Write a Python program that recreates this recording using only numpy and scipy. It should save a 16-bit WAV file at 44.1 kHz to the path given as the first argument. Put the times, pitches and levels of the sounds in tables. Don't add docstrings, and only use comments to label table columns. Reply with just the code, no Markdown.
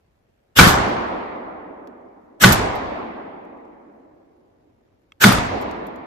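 import sys
import numpy as np
from scipy import signal
from scipy.fft import rfft, irfft
from scipy.io import wavfile
from scipy.ndimage import uniform_filter1d

SR = 44100
rng = np.random.default_rng(int(sys.argv[2]) if len(sys.argv) > 2 else 0)


def generate_wav(sig):
    pcm = np.round(np.clip(np.atleast_2d(sig).T, -1, 1) * 32767).astype(np.int16)
    wavfile.write(sys.argv[1], SR, pcm)


def to_linear_factor(level_db):
    exponent = np.asarray(level_db, float) / 20
    return 10 ** exponent


N = 267246

# frequency in Hz, level in dB per Hz.
AIR_COLOUR = [(15, -40.5), (30, -14.5), (70, 1), (140, -14), (300, -13.5), (600, -14.5), (1200, -24.5),
              (2100, -28), (3000, -33.5), (7000, -41.5), (9000, -44), (13000, -42), (16000, -48.5)]
AIR_DB = -64
# frequency in Hz, left-right likeness from -1 to 1.
PORT_LIKENESS = [(40, .6), (70, .45), (125, 1), (250, 0.83), (500, -.1), (1000, -0.13), (4000, -.05),
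                 (12000, 0.17)]

# start in seconds, strength in dB, second ring mode in Hz, ring held in seconds,
# leading hiss in seconds.
SHOTS = [
    (.5878, 0, 2290, .0125, .038),
    (2.4370, -3.5, 2015, .0102, .044),
    (5.2385, -4.5, 2200, .006, .043),
]
# frequency in Hz, level in dB per Hz.
HISS_COLOUR = [(35, -12), (70, -1.5), (300, -8.5), (900, -8.5), (1550, -1), (2300, -9), (3300, -3.5),
               (4500, -13), (7500, -11.5), (9500, -22.5), (13000, -11), (16000, -21.5)]
HISS_DB, HISS_RISE = -12.5, 2.9
RING_HZ, THUMP_HZ = 1485, 196

# level at full strength in dB, dB it moves per dB of strength.
RING_LEVEL = (2.8, .3)
THUMP_LEVEL = (-11, -1.5)
CAPSULE_LEVEL = (3, 0.87)
NEAR_LEVEL = (-2.5, 1.01)
MIDDLE_LEVEL = (-21, 2.13)
FAR_LEVEL = (-15, 0.71)

# frequency in Hz, level in dB per Hz.
NEAR_COLOUR = [(18, -39.5), (30, -15.5), (165, -7.5), (461, -13.5), (937, -13), (1500, -11), (2410, -19.5),
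               (3580, -16.5), (8740, -28.5), (13000, -28), (16000, -32.5)]
MIDDLE_COLOUR = [(300, -28.5), (1000, -8.5), (2000, 1.5), (3500, -2.5), (6000, -7.5), (8000, -12.5),
                 (10000, -27), (13000, -26.5), (16000, -33.5)]
FAR_COLOUR = [(18, -39.5), (30, -15), (76, -10.5), (138, -16.5), (223, -5.5), (330, -5.5), (480, -5.5),
              (724, -2), (1100, -5), (1500, -12.5), (2050, -12.5), (3000, -21), (6000, -23.5), (9000, -41),
              (16000, -53)]
# frequency in Hz, time to fall 60 dB in seconds.
NEAR_T60 = [(50, .9), (150, 0.7), (500, 0.4), (1500, .6), (4000, 0.38), (8000, 0.48), (14000, 0.29)]
MIDDLE_T60 = [(1000, 1.3), (3000, 1.2), (6000, 0.81), (12000, 0.77)]
FAR_T60 = [(50, 2.7), (120, 2.2), (300, 3.86), (700, 2.81), (1300, 2.34), (2100, 2.15), (3500, 1.62),
           (6000, 0.94), (9000, 1.1)]
# frequency in Hz, level in dB per Hz.
ROLL_COLOUR = [(25, -26), (45, -8.5), (76, 1), (110, -8), (160, -29.5), (16000, -88.5)]
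ROLL_DB, ROLL_S = -29, 0.36

# start in seconds, push in dB, ring in dB, left-right in dB.
SLAPS = [
    (0.6062, -1.5, -15.5, 4),
    (0.621, -20, -17.5, -15),
    (0.6704, -4, -30, 11),
    (.74, -13, -15, 0),
    (2.496, -19.5, -30.5, -2.5),
    (2.509, -5.5, -14, -1.5),
    (5.2911, -15.5, -9, -0.5),
    (5.32, -23.5, -12, -3.5),
    (5.35, -20, -20, 0),
    (5.383, -12, -16.5, -3),
]
PUSH_MS, PUSH_MS_PER_DB = .62, -.022

# frequency in Hz, level in dB.
PORT_COLOUR = [(1500, 0), (6000, 2), (7700, 2.5), (9700, -6), (12000, 4.5), (14000, 4), (16000, -4)]
# level in dB, length in ms, brightness in dB per octave,
# left-right in dB.
BOLTS = [
    (-15.5, 32, -3.5, -2),
    (-15.5, 9.6, -0.5, -17),
    (-22, 4.4, 1.5, -16),
]
BOLT_AFTER_S = .0848
# start in seconds, level in dB, length in ms,
# brightness in dB per octave.
SHELLS = [
    (.88, -45, 19, -3),
    (2.7541, -43.5, 8.2, 3),
    (5.6116, -42.5, 7.5, 5),
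    (5.622, -42, 6, -5),
    (5.7104, -37.5, 4.3, -8.5),
    (5.867, -43.5, 4.2, 4),
    (5.959, -50, 3.4, -2),
]
SHELL_PAN_DB = -6
# start in seconds, level in dB.
CLICKS = [
    (1.8725, -45),
    (3.45, -59),
    (3.5724, -63),
    (3.65, -64),
    (5.12, -52),
]
CLICK_MS, CLICK_TILT_DB, CLICK_PAN_DB = 3.0, -7, 2.5
# frequency in Hz, level in dB, time to fall 60 dB in seconds.
TRIGGER_MODES = [(1230, 0.5, 0.017), (2180, 1, 0.016), (2670, -1, .016), (3255, 4, 0.014), (5850, -10, .01),
                 (7730, -10, .008)]
TRIGGER_S, TRIGGER_DB = 5.1202, -34.5


def evened(x):
    return x / np.sqrt(np.mean(x ** 2) + 1e-20)


def read(points, hz):
    f, value = np.transpose(points)
    return np.interp(np.log(hz + 1), np.log(f + 1), value)


def clock(count):
    return np.arange(count) / SR


def tone(hz):
    return np.sin(2 * np.pi * np.cumsum(hz) / SR)


def drift(rows, count, size):
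    return evened(uniform_filter1d(rng.standard_normal((rows, count)), size=size))


def follows(layer, strength_db):
    full_db, db_per_db = layer
    return full_db + db_per_db * strength_db


def add(mix, s, sound, pan_db=0):
    part = mix[:, round(s * SR):][:, :np.shape(sound)[-1]]
    part += (sound * to_linear_factor([[pan_db / 2], [-pan_db / 2]]))[:, :part.shape[1]]


def scatter(count, colour, t60=None, uneven_db=0., patchy_db=0., wide=8, capsule_db=0.):
    size_db = uneven_db * drift(1, count + 2048, 64)
    taps = rng.standard_normal((2, count + 2048)) * to_linear_factor(size_db)
    hz, t, (left, other) = signal.stft(taps / taps.std(), SR, nperseg=1024, noverlap=768)
    same = np.clip(read(PORT_LIKENESS, hz), -1, 1)[:, None]
    right = same * left + np.sqrt(1 - same ** 2) * other
    patches = uniform_filter1d(rng.standard_normal(left.shape), size=wide, axis=0)
    patches = evened(uniform_filter1d(patches, size=10, axis=1))
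    capsule = to_linear_factor(capsule_db * np.exp(-((hz - 1350) / 450) ** 2))
    gain = evened(to_linear_factor(read(colour, hz))) * capsule
    z = np.array([left, right]) * gain[:, None] * to_linear_factor(patchy_db * patches)
    if t60:
        z *= to_linear_factor(-60 * np.maximum(t - 1024 / SR, 0) / read(t60, hz)[:, None])
    return signal.istft(z, SR, nperseg=1024, noverlap=768)[1][:, 1024:count + 1024]


def quiet_air():
    return to_linear_factor(AIR_DB) * scatter(N, AIR_COLOUR, uneven_db=1.5, patchy_db=1.04)


def leading_hiss(length_s):
    lead = np.linspace(0, np.pi / 1.75, round(length_s * SR))
    hiss = scatter(2048, HISS_COLOUR, patchy_db=4, wide=3)[:, :len(lead)]
    return to_linear_factor(HISS_DB) * hiss * np.sin(lead) ** HISS_RISE


def ring(hz, second_hz, held, fall=0.0021):
    t = clock(round(.06 * SR))
    wander, sway, upper = drift(3, len(t), 20)
    wander = wander - uniform_filter1d(wander, size=160)
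    swing = -tone(hz * (1 + .21 * wander))
    swing -= .65 * np.minimum(t / .0065, 1) * tone(second_hz * (1 + .1 * sway))
    rattle = upper * np.sin(2 * np.pi * 3650 * t)
    swing += .2 * sway + .5 * rattle * np.minimum(.4 + t / .01, 1)
    return swing * np.exp(-np.maximum(t - held, 0) / fall) * np.minimum(t / 0.00034, 1)


def thump(hz, rise=.012, fall=.027):
    t = clock(round(.3 * SR))
    wander, *lurch = drift(3, len(t), 250)
    lurch = np.array(lurch)
    main = tone(hz * (1 + .09 * wander)) * to_linear_factor(1.3 * lurch) * np.exp(-(t / fall) ** 2 / 4)
    low = .7 * np.sin(2 * np.pi * 121 * t) * np.exp(-t / .05) * to_linear_factor(-2.5 * lurch)
    return (main + low) * (1 - np.exp(-(t / rise) ** 2))


def near_roar(capsule_db):
    roar = scatter(SR, NEAR_COLOUR, NEAR_T60, uneven_db=1.5, patchy_db=1.5, capsule_db=capsule_db)
    return roar * signal.windows.tukey(2 * SR, .3)[SR:]


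def middle_roar():
    roar = scatter(2 * SR, MIDDLE_COLOUR, MIDDLE_T60, uneven_db=1.84, patchy_db=0.64)
    return roar * (1 - np.exp(-clock(2 * SR) / 0.097))


def far_roar(count, capsule_db):
    roar = scatter(count, FAR_COLOUR, FAR_T60, uneven_db=-0.03, patchy_db=1.15, capsule_db=capsule_db)
    return roar * (1 - np.exp(-clock(count) / 0.038))


def ground_roll():
    t = clock(SR)
    swell = np.exp(-(t / ROLL_S) ** 2) * (1 - np.exp(-t / 0.022))
    return to_linear_factor(ROLL_DB) * scatter(SR, ROLL_COLOUR) * swell


def shots():
    out = np.zeros((2, N))
    for s, strength_db, second_hz, held, hiss_s in SHOTS:
        capsule_db = follows(CAPSULE_LEVEL, strength_db)
        far_count = min(3 * SR, N - round(s * SR))
        add(out, s - hiss_s, leading_hiss(hiss_s))
        add(out, s, to_linear_factor(follows(RING_LEVEL, strength_db)) * ring(RING_HZ, second_hz, held))
        add(out, s, to_linear_factor(follows(THUMP_LEVEL, strength_db)) * thump(THUMP_HZ))
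        add(out, s, to_linear_factor(follows(NEAR_LEVEL, strength_db)) * near_roar(capsule_db))
        add(out, s, to_linear_factor(follows(MIDDLE_LEVEL, strength_db)) * middle_roar())
        add(out, s, to_linear_factor(follows(FAR_LEVEL, strength_db)) * far_roar(far_count, capsule_db), -.8)
        add(out, s, ground_roll())
    return out


def slaps():
    out = np.zeros((2, N))
    for s, push_db, ring_db, pan_db in SLAPS:
        push_ms = max(PUSH_MS + PUSH_MS_PER_DB * push_db, .2)
        u = clock(2000) / (push_ms / 1000)
        add(out, s, to_linear_factor(push_db) * 1.9 * u * (2 - u) * np.exp(-u / 1.3), pan_db)
        add(out, s, to_linear_factor(ring_db) * ring(1250, 1690, .003))
    return out


def rattle_tick(db, ms, tilt_db):
    t = clock(4096)
    hz = np.fft.rfftfreq(4096, 1 / SR)
    colour_db = tilt_db * np.log2(np.maximum(hz, 1500) / 8000) + read(PORT_COLOUR, hz)
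    z = rfft(rng.standard_normal((2, 4096))) * to_linear_factor(colour_db) * (hz > 1500)
    return to_linear_factor(db) * evened(irfft(z)) * np.exp(-t / (ms / 1000)) * np.minimum(t / 0.0011, 1)


def bolts():
    out = np.zeros((2, N))
    for shot, (db, ms, tilt_db, pan_db) in zip(SHOTS, BOLTS):
        add(out, shot[0] + BOLT_AFTER_S, rattle_tick(db, ms, tilt_db), pan_db)
    return out


def shells():
    out = np.zeros((2, N))
    for s, db, ms, tilt_db in SHELLS:
        add(out, s, rattle_tick(db, ms, tilt_db), SHELL_PAN_DB)
    return out


def clicks():
    out = np.zeros((2, N))
    for s, db in CLICKS:
        add(out, s, rattle_tick(db, CLICK_MS, CLICK_TILT_DB), CLICK_PAN_DB)
    return out


def trigger():
    out = np.zeros((2, N))
    t = clock(4096)
    click = np.zeros((2, 4096))
    for hz, db, t60 in TRIGGER_MODES:
        phase = rng.random((2, 1))
        click += to_linear_factor(db - 60 * t / t60) * np.sin(2 * np.pi * (hz * t + phase))
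    add(out, TRIGGER_S, to_linear_factor(TRIGGER_DB) * click * np.minimum(t / 0.00088, 1) / 2, 1.5)
    return out


def scene():
    return quiet_air() + shots() + slaps() + bolts() + shells() + clicks() + trigger()


def thinned(x, under_db=-46, share=0.54, above_hz=8200):
    hz, t, z = signal.stft(x, SR, nperseg=2048, noverlap=1536)
    power = (abs(z) ** 2).mean(0)
    weak = uniform_filter1d(power, size=16, axis=0) < to_linear_factor(under_db) ** 2 * power.sum(0)
    treble = power[hz > above_hz].sum(0)
    around = np.sqrt(np.roll(treble, 6) * np.roll(treble, -6))
    weak &= treble < to_linear_factor(7) * around
    strips = rng.random((len(hz) // 7 + 1, len(t) // 4 + 1))
    strips = np.repeat(np.repeat(strips, 7, axis=0), 4, axis=1)[:len(hz), :len(t)]
    chance = share * np.clip((hz[:, None] - above_hz) / 1500 + 1, 0, 1)
    dropped = weak & (strips < chance)
    return signal.istft(z * np.where(dropped, .12, 1), SR, nperseg=2048, noverlap=1536)[1][:, :N]


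def top_cut(x):
    return signal.sosfilt(signal.butter(12, 16750, fs=SR, output="sos"), x)


def record(dry):
    bass_cut = signal.butter(2, 32, "high", fs=SR, output="sos")
    heard = signal.sosfilt(bass_cut, dry)
    clipped = heard / (1 + abs(heard / 1.07) ** 4) ** (1 / 4)
    band_limit = signal.firwin(255, 15480, fs=SR)
    limited = signal.oaconvolve(clipped, band_limit[None], "same")
    mix = np.clip(thinned(limited), -1, 1)
    return top_cut(mix)


dry = scene()
out = record(dry)
generate_wav(out)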